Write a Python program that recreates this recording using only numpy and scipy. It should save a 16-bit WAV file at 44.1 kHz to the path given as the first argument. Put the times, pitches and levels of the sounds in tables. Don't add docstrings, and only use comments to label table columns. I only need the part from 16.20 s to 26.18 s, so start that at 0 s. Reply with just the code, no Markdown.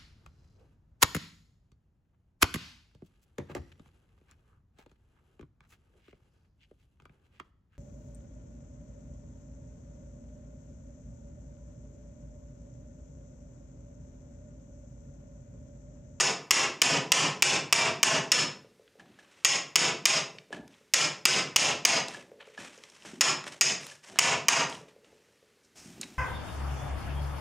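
import sys
import numpy as np
from scipy import signal
from scipy.fft import rfft, irfft, next_fast_len
from scipy.io import wavfile
from scipy.ndimage import uniform_filter1d

SR = 44100
rng = np.random.default_rng(int(sys.argv[2]) if len(sys.argv) > 2 else 0)


def volts_from_decibels(level):
    exponent = np.asarray(level, float) / 20
    return 10 ** exponent


def unload_wav(signal):
    wavfile.write(
        sys.argv[1],
        SR,
        np.round(np.clip(np.atleast_2d(signal).T, -1, 1) * 32767).astype(np.int16),
    )


N = 440118
LEAD = SR // 4
HZ = np.fft.rfftfreq(4096, 1 / SR)
LOW = 1 / (1 + (HZ / 400) ** 2)
BOARD = 1 / (1 + np.log2((HZ + 1) / 1000) ** 2 / .25)


def at_hz(points, hz):
    f, v = np.transpose(points)
    return np.interp(np.log(hz + 1), np.log(f), v)


def rings_db(rings, hz):
    return sum(db / (1 + (2 * (hz - f) / width) ** 2) for f, width, db in rings)


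def strike(colour_db):
    cepstrum = irfft(np.log(volts_from_decibels(colour_db)))
    half = len(cepstrum) // 2
    cepstrum[1:half] *= 2
    cepstrum[half + 1:] = 0
    pulse = irfft(np.exp(rfft(cepstrum)))
    return pulse / np.abs(pulse).max()


def add(track, s, pulse):
    i = round(s * SR) + LEAD
    track[i:i + len(pulse)] += pulse[:len(track) - i]


def coloured(points, rings=()):
    size = next_fast_len(N)
    hz = np.fft.rfftfreq(size, 1 / SR)
    gain = volts_from_decibels(at_hz(points, hz) + rings_db(rings, hz))
    x = irfft(rfft(rng.standard_normal(size)) * gain, size)[:N]
    return x / x.std()


def strokes(s, db, held_s, fade_db_per_s, rise_db_per_s):
    points = np.arange(0, N, 32)
    since_full_s = points[:, None] / SR - s - .008
    rise_db = np.minimum(np.abs(rise_db_per_s) * since_full_s, 0)
    fade_db = np.abs(fade_db_per_s) * np.maximum(since_full_s - np.abs(held_s), 0)
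    level_db = np.maximum(db + rise_db - fade_db, -140)
    return np.interp(np.arange(N), points, np.sqrt(np.sum(volts_from_decibels(level_db) ** 2, axis=1)))


def workshop(x, wet_db):
    # frequency in Hz, time to fall 60 dB in s.
    room_t60 = [(100, 0.62), (260, 0.59), (700, 0.45), (1840, 0.36), (4850, 0.33), (9000, 0.26),
                (14000, 0.061)]
    # frequency in Hz, relative gain in dB.
    room_gain = [(300, 7), (3000, -1), (9000, -3.5), (12000, -14.5), (16000, -23)]
    build_cycles = 1.2
    t = np.arange(SR) / SR
    edges_hz = 30 * 2 ** np.arange(0, 9.4, .5)
    white = rng.standard_normal((2, SR))
    echo = np.zeros(SR)
    for k, (low, high) in enumerate(zip(edges_hz, edges_hz[1:])):
        hz = np.sqrt(low * high)
        sos = signal.butter(2, [low, high], "band", fs=SR, output="sos")
        band = signal.sosfilt(sos, white[k % 2])
        build = 1 - np.exp(-t / (0.00077 + build_cycles / hz))
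        echo += band * build * volts_from_decibels(at_hz(room_gain, hz) - 60 * t / at_hz(room_t60, hz))
    echo /= np.sqrt(np.sum(echo ** 2))
    return (x + volts_from_decibels(wet_db) * signal.oaconvolve(x, echo)[:len(x)])[LEAD:]


def background():
    # frequency in Hz, relative density in dB per Hz.
    air_colour = [(18, -35), (30, -2), (291, -7), (432, -3.5), (676, -16.5), (1940, -13.5), (5300, -19),
                  (6380, -19.5), (10500, -26), (15200, -33), (16500, -45)]
    # frequency in Hz, relative density in dB per Hz.
    hiss_colour = [(60, 26), (400, 2), (2500, 10), (8000, -3), (15600, -6), (15900, -37)]
    air_db, hiss_db, hiss_from_s = -68, -58, 9.557
    hiss_on = np.arange(N) >= hiss_from_s * SR
    return volts_from_decibels(air_db) * coloured(air_colour) + volts_from_decibels(hiss_db) * coloured(hiss_colour) * hiss_on


def soft_sounds():
    # start in s, peak in dB.
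    tick_rows = [(2.446, -49), (2.596, -49.5), (2.755, -51.5), (4.149, -46.5), (4.306, -41), (4.611, -57),
                 (5.969, -42.5), (6.117, -41), (6.276, -44), (6.578, -48), (8.611, -44), (8.763, -48.5),
                 (8.845, -56), (8.928, -51), (9.086, -59), (9.227, -53.5), (9.371, -65)]
    # frequency in Hz, relative level in dB.
    tick_colour = [(150, -36), (350, -18), (440, 2), (500, -3), (560, 0), (660, -16), (1200, -30),
                   (2600, -32), (5000, -52)]
    # start in s, peak in dB, centre in Hz.
    bump_rows = [(2.817, -51.5, 190), (2.899, -53, 277), (4.341, -40, 210), (5.974, -41, 408),
                 (6.388, -42, 280), (6.859, -52, 248), (6.933, -37, 256), (7.939, -45, 409),
                 (9.656, -41.5, 211), (9.678, -48, 178), (9.78, -45, 323), (9.797, -40, 267),
                 (9.884, -49.5, 280)]
    out = np.zeros(N + LEAD)
    for s, db in tick_rows:
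        add(out, s, volts_from_decibels(db) * strike(at_hz(tick_colour, HZ)))
    for s, db, hz in bump_rows:
        colour_db = np.maximum(-16.0 * np.log2((HZ + 20) / hz) ** 2, -70)
        add(out, s, volts_from_decibels(db) * strike(colour_db))
    return out


def handling():
    # start in s, scrape level in dB, fine bright scrape level in dB,
    # held time in s, fade in dB per s.
    slide_rows = [(2.79, -58.5, -71, .005, 400), (2.85, -69.5, -84, .13, 100), (2.985, -62, -69, .005, 202),
                  (3.02, -68, -77, .08, 101), (3.1, -64, -70.5, .15, 103), (4.14, -117, -72, .03, 121),
                  (4.323, -46.5, -57.5, .005, 246), (4.5, -65.5, -71, .03, 76), (5.878, -49, -55, .08, 185),
                  (6.198, -51.5, -71, .008, 303), (6.25, -64, -72, .12, 100), (6.376, -48, -53.5, .05, 120),
                  (6.52, -61.5, -64.5, .32, 100), (6.848, -50, -53, .01, 106),
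                  (7.26, -44, -48.5, .008, 354), (7.314, -47.5, -51.5, .01, 270),
                  (7.6, -55, -54.5, .11, 182), (7.83, -56.5, -58.5, .09, 116),
                  (7.962, -50, -67, .02, 201.5), (8.488, -51, -53.5, .065, 216),
                  (8.68, -58, -66, .005, 452), (8.84, -66.5, -72, .005, 148.5), (8.901, -74, -77.5, .2, 30),
                  (9.43, -82, -70, .005, 194), (9.557, -62, -54, .02, 55), (9.808, -55, -54.5, .025, 300),
                  (9.85, -79, -67, .13, 50)]
    # frequency in Hz, width in Hz, gain in dB.
    slide_rings = [(2620, 110, 3.5), (3100, 200, 1.5), (5200, 160, 1.5)]
    # frequency in Hz, relative density in dB per Hz.
    scrape_colour = [(350, -26.5), (600, -2.5), (646, -16.5), (884, -10), (1690, -9.5), (1810, -8),
                     (3040, -10.5), (4300, -17.5), (5590, -39), (9460, -120)]
    # frequency in Hz, relative density in dB per Hz.
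    fine_colour = [(2530, -22.5), (4300, -3), (5540, 5), (8360, 0), (12700, -19), (13400, -34.5),
                   (16000, -38)]
    # start in s, level in dB, held time in s, fade in dB per s.
    shift_rows = [(2.79, -57, 0.023, 111), (3.0, -68, 0.042, 81), (3.17, -73, 0.072, 110.5),
                  (4.14, -63, 0.016, 102), (4.325, -47.5, 0.067, 149), (5.881, -54.5, 0.038, 72),
                  (6.02, -62.5, 0.025, 100), (6.385, -54, 0.027, 120), (6.52, -71, 0.28, 100),
                  (6.848, -52.5, 0.011, 110), (7.24, -58.5, .09, 153), (7.59, -91, 0.016, 170),
                  (7.89, -54, 0.076, 201.5), (8.49, -52, 0.044, 93), (8.86, -68.5, 0.043, 50),
                  (9.557, -61.5, 0.32, 100), (9.805, -57, 0.033, 200), (9.85, -63.5, .13, 100)]
    # frequency in Hz, relative density in dB per Hz.
    rumble_colour = [(24, -43), (40, -14.5), (134, -13), (189, -4), (362, -6.5), (501, -21), (641, -11),
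                     (900, -14.5), (1170, -42.5), (1980, -120)]
    slide_rise_db_per_s, shift_rise_db_per_s = 1493, 700
    s, scrape_db, fine_db, held_s, fade = np.transpose(slide_rows)
    slow_noise = uniform_filter1d(rng.standard_normal(N), size=300) * np.sqrt(300)
    grit = volts_from_decibels(2.2 * slow_noise)
    coarse = strokes(s, scrape_db, held_s, fade, slide_rise_db_per_s) * coloured(scrape_colour, slide_rings)
    fine = strokes(s, fine_db, held_s, fade, slide_rise_db_per_s) * coloured(fine_colour, slide_rings)
    rumble = strokes(*np.transpose(shift_rows), shift_rise_db_per_s) * coloured(rumble_colour)
    return grit * (coarse + fine) + rumble


def chips():
    # start in s, peak in dB, centre in Hz, loss one octave away in dB (sign ignored).
    chip_rows = [(2.6774, -47.5, 2220, 18), (4.1848, -32, 2860, -11), (4.4782, -43, 3140, -2),
                 (4.54, -48.5, 2940, 32), (5.8835, -23, 5180, 8.5), (6.034, -58, 2770, 6),
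                 (6.3475, -47, 2340, 27), (6.577, -45, 5790, 24), (6.637, -35.5, 3070, -4),
                 (6.699, -43, 6010, 21), (6.822, -42, 2740, 18), (7.2408, -30.5, 2000, 4),
                 (7.6082, -41, 2860, 13.5), (7.633, -32.5, 2960, 4), (7.667, -29, 2170, 0),
                 (7.6994, -36.5, 3390, 18), (8.498, -30, 5210, 9), (8.525, -30, 2980, 19),
                 (8.5512, -33, 3040, 12), (8.8454, -50, 2460, 12), (9.8129, -22, 7440, 6),
                 (9.8307, -26.5, 2880, 25)]
    out = np.zeros(N + LEAD)
    decay = np.exp(-np.arange(300) / SR / .002)
    crackle = rng.standard_normal((len(chip_rows), 300)) * decay
    for (s, db, hz, fall_db), burst in zip(chip_rows, crackle):
        colour_db = -abs(fall_db) * np.log2((HZ + 50) / hz) ** 2 - 5.4 * (HZ / 11000) ** 4
        pulse = np.convolve(strike(colour_db), burst)
        add(out, s, volts_from_decibels(db) * pulse / np.abs(pulse).max())
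    return out


def knocks():
    # start in s (sounds 2 ms later), pulse peak in dB, low gain in dB, bright gain in dB,
    # blade ring in dB.
    knock_rows = [(2.795, -41, -9, -7, 19), (2.987, -43, -6, -13, 18), (4.326, -24.5, 4, -10, 17),
                  (5.944, -27.5, -8, -2, 17.5), (6.201, -48, -19.5, -16, 21), (6.376, -31, -23, -20, 17.5),
                  (6.849, -34.5, 24, -23, 8), (7.266, -31, 12, -11.5, -1), (7.322, -35.5, -5, 19.5, 14.5),
                  (7.712, -33.5, -11.5, 11.5, 21), (7.897, -33.5, 15, 6.5, 4), (7.957, -30, 7, -15, 1)]
    # frequency in Hz, relative level in dB.
    knock_colour = [(47, -40), (80, -45.5), (248, -19), (1490, -15.5), (1700, -5), (2220, -49),
                    (3030, -17.5), (8790, -22.5), (16000, -77)]
    # frequency in Hz, width in Hz, gain in dB.
    knock_rings = [(280, 68, 0), (680, 120, 9), (950, 200, 5), (2950, 250, 11.5)]
    blade_hz, blade_width_hz = 1717, 120
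    out = np.zeros(N + LEAD)
    bright = 1 / (1 + (3000 / (HZ + 1)) ** 2)
    for s, db, low_db, bright_db, ring_db in knock_rows:
        rings = rings_db(knock_rings + [(blade_hz, blade_width_hz, ring_db)], HZ)
        pulse = strike(at_hz(knock_colour, HZ) + rings + low_db * LOW + bright_db * bright)
        add(out, s + .002, volts_from_decibels(db) * pulse)
        add(out, s + .007, volts_from_decibels(db - 8.0) * pulse)
    return out


def hammer():
    # start in s, strength in dB, bench thud gain in dB, board ring gain in dB.
    blow_rows = [(-0.004, 8, 2.5, 2), (0.3083, 14.5, -2.5, 1.5), (0.6176, 17, 1.2, 0), (0.919, 16.5, 0, 0),
                 (1.223, 16, 0, -0.5), (1.526, 17, 3, 4), (1.83, 15.5, 2, 1.2), (2.118, 9, 1, -1.5),
                 (3.248, 10, -8, -4), (3.557, 13, -1.5, 1), (3.855, 12.5, -8, -2), (4.7376, 11.5, -5, -2),
                 (5.054, 16, -3, -4.5), (5.361, 16, -1, -1), (5.651, 13, -3.5, 1.7), (7.0094, 8, -3.5, 3.5),
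                 (7.4108, 7, -3.5, -9), (7.988, 16, -2.2, 4), (8.284, 13, -3.5, 6)]
    # frequency in Hz, relative level in dB.
    blow_colour = [(35, -60), (60, -32), (147, -4), (229, -17), (358, -12.5), (900, -6), (1570, -2.5),
                   (2640, 5.5), (3930, -2), (4600, -0.5), (5220, 3.5), (6000, 4), (8540, -1.5),
                   (11000, -14), (14000, -16.5), (17000, -25.5)]
    # frequency in Hz, width in Hz, gain in dB.
    wood_rings = [(123, 8.7, -10.5), (368, 78, 5), (649, 69, 4.5), (1048, 180, 4.5), (1740, 44, 3),
                  (1970, 33, 2.5), (2340, 60, 4), (2640, 260, -0.5), (2880, 380, 3)]
    # frequency in Hz, width in Hz, gain in dB.
    steel_rings = [(5150, 380, 7), (6750, 520, 6)]
    # added gain in dB at a 12 dB blow, loss in dB per dB of strength.
    steel_damping = [(0.2, 0.57), (1.501, 0.57)]
    stances = 4
    tracks = np.zeros((stances, N + LEAD))
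    chance = rng.standard_normal((len(blow_rows), 3 + len(HZ)))
    for k, ((s, db, thud_db, board_db), luck) in enumerate(zip(blow_rows, chance)):
        out = tracks[k % stances]
        bite = 1 + .012 * luck[2]
        steel = [(f * bite, width, gain_db + more_db - loss * (db - 12))
                 for (f, width, gain_db), (more_db, loss) in zip(steel_rings, steel_damping)]
        ripple = uniform_filter1d(uniform_filter1d(luck[3:], size=14), size=14)
        ripple_db = 1.5 * ripple / ripple.std()
        colour_db = at_hz(blow_colour, HZ) + rings_db(wood_rings + steel, HZ)
        colour_db = colour_db + thud_db * LOW + board_db * BOARD
        pulse = strike(colour_db + ripple_db)
        add(out, s, volts_from_decibels(db) * pulse)
        add(out, s + .004 + .0004 * luck[0], volts_from_decibels(db - 10) * pulse)
        add(out, s + .0075 + .0006 * luck[1], volts_from_decibels(db - 13) * pulse)
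    return tracks


def scene():
    blows = sum(workshop(track, wet_db=5) for track in hammer())
    near = workshop(knocks() + chips(), wet_db=-12)
    soft = workshop(soft_sounds(), wet_db=-9)
    mono = background() + soft + handling() + near + blows
    return np.array([mono, mono])


def limit(x, ceiling_db, window_s, attack_s, release_db_per_s, ahead_s):
    size = max(round(window_s * SR), 1)
    power = np.convolve(x ** 2, np.ones(size) / size)[:N]
    ramp_db = release_db_per_s * np.arange(N) / SR
    held_db = np.maximum.accumulate(10 * np.log10(power + 1e-12) + ramp_db) - ramp_db
    over_db = np.maximum(held_db - ceiling_db, 0)
    r = np.exp(-1 / (attack_s * SR))
    cut_db = signal.lfilter([1 - r], [1, -r], over_db, zi=[r * over_db[size]])[0]
    return x * volts_from_decibels(-np.interp(np.arange(N) + ahead_s * SR, np.arange(N), cut_db))


def low_pass(x):
    return signal.sosfilt(signal.butter(12, 17050, fs=SR, output="sos"), x)


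def record(dry):
    x = signal.sosfilt(signal.butter(2, 85, "high", fs=SR, output="sos"), dry[0])
    x = limit(x, ceiling_db=-23.0, window_s=.012, attack_s=.0012, release_db_per_s=291.5, ahead_s=-.0066)
    x = limit(x, ceiling_db=-14.5, window_s=.002, attack_s=.003, release_db_per_s=2500, ahead_s=0)
    x = .38 * np.tanh(x / .38)
    x = signal.sosfilt(signal.butter(3, [35, 15500], "band", fs=SR, output="sos"), x)
    return low_pass(np.array([x, x]))


dry = scene()
out = record(dry)
unload_wav(out)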